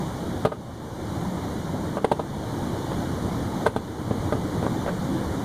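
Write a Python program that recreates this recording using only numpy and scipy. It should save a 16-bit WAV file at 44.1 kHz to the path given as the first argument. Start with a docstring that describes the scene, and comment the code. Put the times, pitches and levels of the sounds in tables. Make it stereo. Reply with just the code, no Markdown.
"""Soldering iron rapped on a workbench

A soldering iron is rapped on a workbench in three short bursts to shake off solder, then its tip is dabbed
and dragged on the top. Damped modes of the bench give dull knocks, filtered noise a crunch, and modes of the
steel barrel a tick; a drag is a run of small contacts. Filtered noise makes the ventilation rumble, hiss and
drone throughout; the camera's gain control ducks the sound after each hard rap and lets it swell back."""
import sys
import numpy as np
from scipy import signal
from scipy.fft import rfft, irfft, next_fast_len
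from scipy.io import wavfile
from scipy.ndimage import uniform_filter1d, minimum_filter1d, map_coordinates

SR = 44100
rng = np.random.default_rng(int(sys.argv[2]) if len(sys.argv) > 2 else 0)


def materialize(psi):
    """Save the field psi as 16-bit PCM at rate SR to the path in sys.argv[1].

    A 1-D psi becomes a single channel; in a 2-D psi each row is a channel.
    """
    bounded = np.clip(np.atleast_2d(psi).T, -1, 1)
    quanta = np.round(bounded * 32767).astype(np.int16)
    wavfile.write(sys.argv[1], SR, quanta)


N = 240256

# Spectral density of the rushing air: (frequency [Hz], relative level [dB per Hz])
AIR_SPECTRUM = [(20, -15), (45, -14), (85, 1.5), (175, -1), (260, -4), (320, -2), (400, -7.5), (510, -8),
                (650, -12.5), (880, -12), (1200, -19), (2300, -26.5), (2620, -24), (3100, -27),
                (7000, -33.5), (15000, -45)]
# Level difference of the air, left over right: (frequency [Hz], difference [dB])
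AIR_BALANCE = [(60, -10), (99, -5.5), (160, -6), (270, -12), (450, -1), (740, -5), (1210, -2), (2010, 0),
               (2450, -0.5), (2800, -2), (3310, -1), (5470, -0.5), (9030, -8.5), (14900, -9)]
# Correlation of the two sides before the lag and the notch: (frequency [Hz], correlation [0 to 1])
AIR_CORRELATION = [(40, 0.28), (150, 0.58), (300, 0.17), (460, 0.34), (650, 0.52), (1350, 0.97),
                   (1850, 0.19), (2400, 0.95), (2850, 0.85), (3400, 0.7), (5300, 0.57), (8000, 0.69),
                   (14000, 0.25)]
# Lag of the left microphone behind the right: (frequency [Hz], lag [s])
LEFT_LAG = [(1400, 0), (2630, .00019), (3700, .00027), (5100, .000294), (7900, .000316), (13800, .000326)]
# Brief dip of the background just before the second burst of raps: (time [s], level [dB])
BACKGROUND_DIP = [(1.975, 1), (1.995, -4), (2.04, -2.5), (2.08, 2)]
# Drone of the duct, before that dip: (time [s], level [dB])
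DRONE_CURVE = [(0, -37), (.5, -44.5), (.9, -43), (1.15, -35.5), (1.5, -34.5), (1.85, -36), (2.2, -48.5),
               (5.45, -39)]
# Decay of the room: (frequency [Hz], t60 [s])
ROOM_DECAY = [(150, 0.37), (1500, 0.19), (10000, 0.53)]
# Modes of the bench top, nominal: (frequency [Hz], relative level [dB], t60 [s])
BENCH_MODES = [(175, 1, 0.012), (435.4, 2.5, 0.071), (591.5, 4.5, 0.031), (776, -2, 0.044),
               (911, -4, 0.028), (1045, -11.5, 0.026), (1208, -11, 0.089), (1335, -14.5, 0.044),
               (1528, -9.5, 0.042), (2010, -16.5, 0.0056), (2970, -32, 0.023)]
# Modes of the steel barrel, nominal: (frequency [Hz], relative level [dB], t60 [s])
BARREL_MODES = [(8730, 1, 0.026), (8900, -1, .02), (9400, -10, 0.016), (10700, -7, .015)]
# Spectral density of the crunch of a contact: (frequency [Hz], relative level [dB per Hz])
CRUNCH_SPECTRUM = [(40, -40), (150, 7), (450, 4.5), (900, 1), (1500, -6), (2200, -16), (2700, -17),
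                   (3400, -11.5), (4200, -16), (5200, -27), (7500, -28.5), (9200, -27.5), (15000, -43)]
# Level difference of the bench, left over right: (frequency [Hz], difference [dB])
BENCH_BALANCE = [(60, -6), (130, -1), (290, -7), (640, 0), (1400, -1.5), (3080, 3), (6780, -3),
                 (14900, -19)]
# Raps, rebounds and taps: (time [s], level [dB], rise [s], thud [dB], body [dB], hollow [dB], rap [dB],
# clack [dB], hardness [dB], ring length [factor], pitch [factor])
CONTACTS = [ (0.4484, -5.5, 0.005, 3, -1.5, -3.5, 3.5, -5, -1.5, 0.74, 1.024),
            (0.469, -19, 0.0017, -1, 0, -5, -1, -4, -10, .6, 1),
            (0.517, -18.5, 0.0049, -11, 1.5, 0, 2, 0, -8, 1, 1.02),
            (1.968, -26, 0.003, -7, 0, 0, 0, -7, -15, .7, 1.01),
            (1.980, -29, 0.0018, -10, -2, 4, 2, -4, -13, 0.76, 0.97),
            (2.0432, -9.5, 0.0036, 1, -1, 5.5, -3, -0.5, 0, 0.45, 1),
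            (2.1135, -10, 0.0055, 4, 1.5, 3.5, -4, -10, 0, 0.55, 1.01),
            (2.192, -17.5, 0.0042, 3, 1, 5.5, -1, -9, -7, 1, 1.03),
            (2.916, -29, 0.001, 0, -2, -1, 0, -2, -12, .45, 0.95),
            (3.659, -21, 0.0018, 2, -3, 5, 3, 5, 3, 0.36, 1),
            (3.6622, -8, 0.0035, 1, 3.5, 3, 0, 12.5, 6.5, 0.78, 1.01),
            (3.761, -15, 0.00099, 0, -0.5, 3.5, 1, 1.5, 4.5, 0.86, 1.01),
            (4.1074, -20, 0.0049, 6, 1, 2, -2, -7, -11, 0.83, 1),
            (4.322, -20.5, 0.0043, 4, 1, -1.5, 1.5, 1.5, -5, 0.74, 1.01),
            (4.349, -32, 0.004, 7, 1, -6, 0, -10, -12, 0.65, 1.03),
            (4.625, -27.5, 0.0027, 3, 0, -5, 1, -3, -14, 0.6, 0.98),
            (4.6633, -24.5, 0.001, 0, 0.5, -1, 10, 7, -13, 0.5, 0.96),
            (4.8615, -27, 0.001, 2, -1, -3, 2, 2, -13, 0.53, 1), ]
# The tip dragged over the top: (start [s], length [s], level [dB], thud [dB], clack [dB])
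TIP_DRAGS = [(4.634, 0.026, -33.5, 3, -2), (4.67, 0.012, -36, 4, 7), (4.876, 0.024, -29, -2, 9)]

# Frequency weights of the colours of a contact, and of the wavering rumble: (frequency [Hz], weight [0 to 1])
THUD_WEIGHT = [(200, 1.0), (450, 0.097)]
BODY_WEIGHT = [(320, 0), (440, 1), (600, 1), (760, 0)]
HOLLOW_WEIGHT = [(620, 0.026), (800, 0.74), (1040, 1.0), (1190, 0.013)]
RAP_WEIGHT = [(1030, 0), (1190, 0.78), (1340, 1), (1520, 0.043)]
CLACK_WEIGHT = [(1330, 0.086), (1520, 0.91), (1800, 0.34), (2100, 0.46), (2700, 0.01)]
HARD_WEIGHT = [(1800, 0.12), (2900, 0.5), (6000, 0.91)]
RUMBLE_WEIGHT = [(250, 1), (600, 0.058)]

AIR_DB = -28  # level of the air before the brief dip
AIR_PATCHY_DB, RUMBLE_WAVER_DB = 1.29, -0.15  # rms depth of the patches; scale of the rumble's wavering
NOTCH_HZ, NOTCH_WIDTH_HZ, NOTCH_DB = 2630, 210, -11  # notch in what both sides share
KNOCK_GRIT_DB = -6.5  # crunch of a knock against the ring of the bench
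TICK_DB, TICK_PER_HARD = -32.5, 1  # tick against the ring of the bench; dB added per dB of hardness
TICK_RISE_S = 0.0026  # the barrel takes a little longer to ring up
SLIP_S, SLIP_JITTER = .0045, .45  # median time between slips; its log-normal scatter
SLIP_RISE_S, SLIP_SCATTER_DB = 0.00093, 2  # attack of a slip; how much slips differ in level
SLIP_LENGTH, SLIP_HARD_DB, SLIP_GRIT_DB = 0.59, -11, -3.5  # a slip is short, soft and gritty
SLIP_BODY_DB, SLIP_HOLLOW_DB = -0.5, -2.5  # it stirs the low modes more than the middle ones
TOP_HZ = 15400  # upper band limit


def amp(db):
    """Level and amplitude: 20 dB is a factor of ten in gain."""
    return 10 ** (np.asarray(db) / 20)


def unit(x):
    """Normalisation: scale the mean power, and so the rms, to 1."""
    return x / np.sqrt(np.mean(x ** 2) + 1e-20)


def along(points, hz):
    """Logarithmic frequency: interpolate (frequency, value) points on a log axis."""
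    f, v = np.transpose(points)
    return np.interp(np.log(hz + 1), np.log(f + 1), v)


def sides(points, hz):
    """Level difference of two channels: half goes to the left gain, minus half to the right."""
    return amp(np.multiply.outer([.5, -.5], along(points, hz)))


def filtered(x, response):
    """Linear filtering: multiply the spectrum of x by a response of frequency."""
    n = x.shape[-1]
    m = next_fast_len(n + 8192)  # padding limits wrap-around
    hz = np.fft.rfftfreq(m, 1 / SR)
    return irfft(rfft(x, m) * response(hz), m)[..., :n]


def wobble(rate):
    """Slow random modulation: a smooth curve through random knots, rate knots a second."""
    knots = rng.standard_normal(256)
    return map_coordinates(knots, [np.arange(N) * rate / SR], mode="wrap")


def add(out, s, sound):
    """Superposition: mix a sound in at time s."""
    out[:, round(s * SR):][:, :sound.shape[1]] += sound


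def notched(pair):
    """Notch: sound common to both sides is weakened around 2630 Hz."""
    def notch(hz):
        return amp(NOTCH_DB * np.exp(-((hz - NOTCH_HZ) / NOTCH_WIDTH_HZ) ** 4))

    common = pair.mean(axis=0)
    return pair - common + filtered(common, notch)


def patchy(x):
    """Uneven noise: brief patches of random gain at all pitches and a wavering rumble."""
    hz, t, z = signal.stft(x, SR, nperseg=1024)
    patches = rng.standard_normal(z.shape[1:])
    patches = uniform_filter1d(patches, size=5, axis=0)
    patches = unit(uniform_filter1d(patches, size=4, axis=1))
    waver_curve = np.interp(t, np.arange(N) / SR, wobble(7))
    waver = np.outer(along(RUMBLE_WEIGHT, hz), waver_curve)
    gain = amp(AIR_PATCHY_DB * patches + RUMBLE_WAVER_DB * waver)
    return signal.istft(z * gain, SR, nperseg=1024)[1][:, :N]


def rushing_air():
    """Flow noise: partly correlated noise, louder on the right, its treble reaching that side first."""
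    def mid_and_side(hz):
        # mixing angle that gives the wanted correlation of left and right
        turn = np.arccos(np.clip(along(AIR_CORRELATION, hz), 0, 1)) / 2
        return amp(along(AIR_SPECTRUM, hz)) * [np.cos(turn), np.sin(turn)]

    def lag_and_balance(hz):
        lag = np.exp(1j * np.pi * np.outer([-1, 1], hz * along(LEFT_LAG, hz)))
        return lag * sides(AIR_BALANCE, hz)

    mid, side = filtered(rng.standard_normal((2, N)), mid_and_side)
    pair = np.array([mid + side, mid - side])
    air = unit(filtered(pair, lag_and_balance))
    return unit(patchy(notched(air)))


def duct_drone():
    """Resonance: a duct passes a narrow band of noise around 176 Hz."""
    def duct(hz):
        return sides(AIR_BALANCE, hz) / (1 + ((hz - 176) / 15) ** 2)

    return unit(filtered(rng.standard_normal(N), duct))


def ventilation():
    """Superposed noise sources: broadband air of wavering level and the narrow drone of a duct."""
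    t = np.arange(N) / SR
    air = amp(AIR_DB + 0.41 * wobble(6.05)) * rushing_air()
    drone = amp(np.interp(t, *np.transpose(DRONE_CURVE))) * duct_drone()
    dip = amp(np.interp(t, *np.transpose(BACKGROUND_DIP)))
    return dip * (air + drone)


def room(x):
    """Diffuse reverberation: the workshop answers with noise that decays at a rate set by frequency."""
    hz, t, z = signal.stft(rng.standard_normal((2, SR // 2)), SR, nperseg=256)
    decay = np.exp(-np.log(1000) * t / along(ROOM_DECAY, hz)[:, None])
    tail = signal.istft(z * decay, SR, nperseg=256)[1]
    late = np.pad(x, ((0, 0), (SR // 150, 0)))  # the answer starts 1/150 s late
    return signal.fftconvolve(late, tail / np.linalg.norm(tail[0]), axes=1)[:, :N]


def swell(t, rise, t60, dwell=0.0022):
    """Forced, then free vibration: builds up, holds while the tip chatters on the top, then dies away."""
    build_up = np.minimum(t / rise, 1)
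    return build_up * np.exp(-np.log(1000) * np.maximum(t - rise - dwell, 0) / t60)


def ring(modes, t, rise, length, pitch, scatter_db, spread, detune):
    """Modal superposition: damped sines set off together, with slightly different phases on each side."""
    hz, db, t60 = np.transpose(modes)[:, :, None]
    sign = (-1) ** np.arange(len(hz))[:, None]
    size = amp(db + scatter_db * rng.standard_normal(hz.shape)) * sign
    hz = pitch * hz * (1 + detune * rng.standard_normal(hz.shape))
    phase = spread * rng.standard_normal((2, len(hz), 1))
    return size * swell(t, rise, t60 * length) * np.sin(2 * np.pi * hz * t + phase)


def touch(hz, thud_db, body_db, hollow_db, rap_db, clack_db, hardness_db):
    """Excitation: the hand's weight feeds the bass, the spot struck groups of modes, hardness the treble."""
    colour_db = thud_db * along(THUD_WEIGHT, hz)
    colour_db = colour_db + body_db * along(BODY_WEIGHT, hz)
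    colour_db = colour_db + hollow_db * along(HOLLOW_WEIGHT, hz)
    colour_db = colour_db + rap_db * along(RAP_WEIGHT, hz)
    colour_db = colour_db + clack_db * along(CLACK_WEIGHT, hz)
    return amp(colour_db + hardness_db * along(HARD_WEIGHT, hz))


def knock(rise, thud_db, body_db, hollow_db, rap_db, clack_db, hardness_db, length, pitch, grit_db):
    """Impact: one contact excites the bench modes, a short noisy crunch and the tick of the barrel."""
    t = np.arange(SR // 8) / SR
    rise = max(rise, 1 / SR)

    def colour(hz):
        contact = touch(hz, thud_db, body_db, hollow_db, rap_db, clack_db, hardness_db)
        return contact * sides(BENCH_BALANCE, hz)

    def crunch_response(hz):
        return amp(along(CRUNCH_SPECTRUM, hz)) * colour(hz)

    modes = ring(BENCH_MODES, t, rise, length, pitch, scatter_db=2.7, spread=0.5, detune=0.01)
    mode_hz = np.array(BENCH_MODES)[:, :1]
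    top = (modes * colour(mode_hz)).sum(1)

    # noise common to both sides plus some of each side's own
    grit = rng.standard_normal(len(t)) + 0.55 * rng.standard_normal((2, len(t)))
    crunch = filtered(grit, crunch_response) * swell(t, rise, 0.1 * length)

    barrel = ring(BARREL_MODES, t, rise + TICK_RISE_S, length, 1, scatter_db=4, spread=1.0, detune=0.0041)
    tick = barrel.sum(1) * amp([[-7], [0]])  # weaker on the left

    tick_db = TICK_DB + TICK_PER_HARD * hardness_db
    sound = unit(top) + amp(grit_db) * unit(crunch) + amp(tick_db) * unit(tick)
    return unit(sound) * np.sqrt(.02 * SR / len(t))  # the energy of 20 ms at rms 1


def slips(start, length, db, count=12):
    """Stick-slip friction: a dragged tip slips at uneven intervals; rows of (time [s], level [dB])."""
    gap, size = rng.standard_normal((2, count))
    gaps = SLIP_S * np.exp(SLIP_JITTER * gap)
    t = np.cumsum(gaps) - gaps[0]
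    return np.column_stack([start + t, db + SLIP_SCATTER_DB * size])[t < length]


def iron():
    """Contact excitation: knocks are single impacts of the iron, drags are runs of small slips."""
    out = np.zeros((2, N + SR))
    for s, db, *contact in CONTACTS:
        add(out, s, amp(db) * knock(*contact, KNOCK_GRIT_DB))
    for start, length, drag_db, thud_db, clack_db in TIP_DRAGS:
        for s, db in slips(start, length, drag_db):
            slip = knock(SLIP_RISE_S, thud_db, SLIP_BODY_DB, SLIP_HOLLOW_DB, 0, clack_db, SLIP_HARD_DB,
                         SLIP_LENGTH, 0.98, SLIP_GRIT_DB)
            add(out, s, amp(db) * slip)
    return out[:, :N]


def scene():
    """Direct and diffuse sound: the iron close by, the room and its ventilation behind."""
    raps = iron()
    return raps + amp(-11.5) * room(raps) + ventilation()


def gain_control(x, limit_db, hold, slow_share, slow_db_per_s, fast_db_per_s):
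    """Dynamic compression: loud sound cuts the gain at once; a little returns early, the rest after a hold."""
    t = np.arange(N) / SR

    def release(cut, rate):
        # the cut may fall no faster than rate [dB/s]
        return np.maximum.accumulate(cut + rate * t) - rate * t

    power = np.abs(uniform_filter1d(np.mean(x ** 2, 0), size=SR // 100))
    over = np.maximum(10 * np.log10(power + 1e-12) - limit_db, 0)
    span = max(int(hold * SR), 1)
    held = -minimum_filter1d(-over, span, origin=(span - 1) // 2)  # running maximum
    fast_cut = release(over, fast_db_per_s)
    slow_cut = release(slow_share * held, slow_db_per_s)
    cut_db = np.maximum(fast_cut, slow_cut)
    return x * amp(-uniform_filter1d(cut_db, size=SR // 500))


def record(dry):
    """Compression and band limiting: the camera's gain control, then a sharp upper cutoff."""
    levelled = gain_control(dry, limit_db=-14.0, hold=0.037, slow_share=0.9, slow_db_per_s=14.5,
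                            fast_db_per_s=25)
    return filtered(levelled, lambda hz: hz < TOP_HZ)


dry = scene()
out = record(dry)
materialize(out)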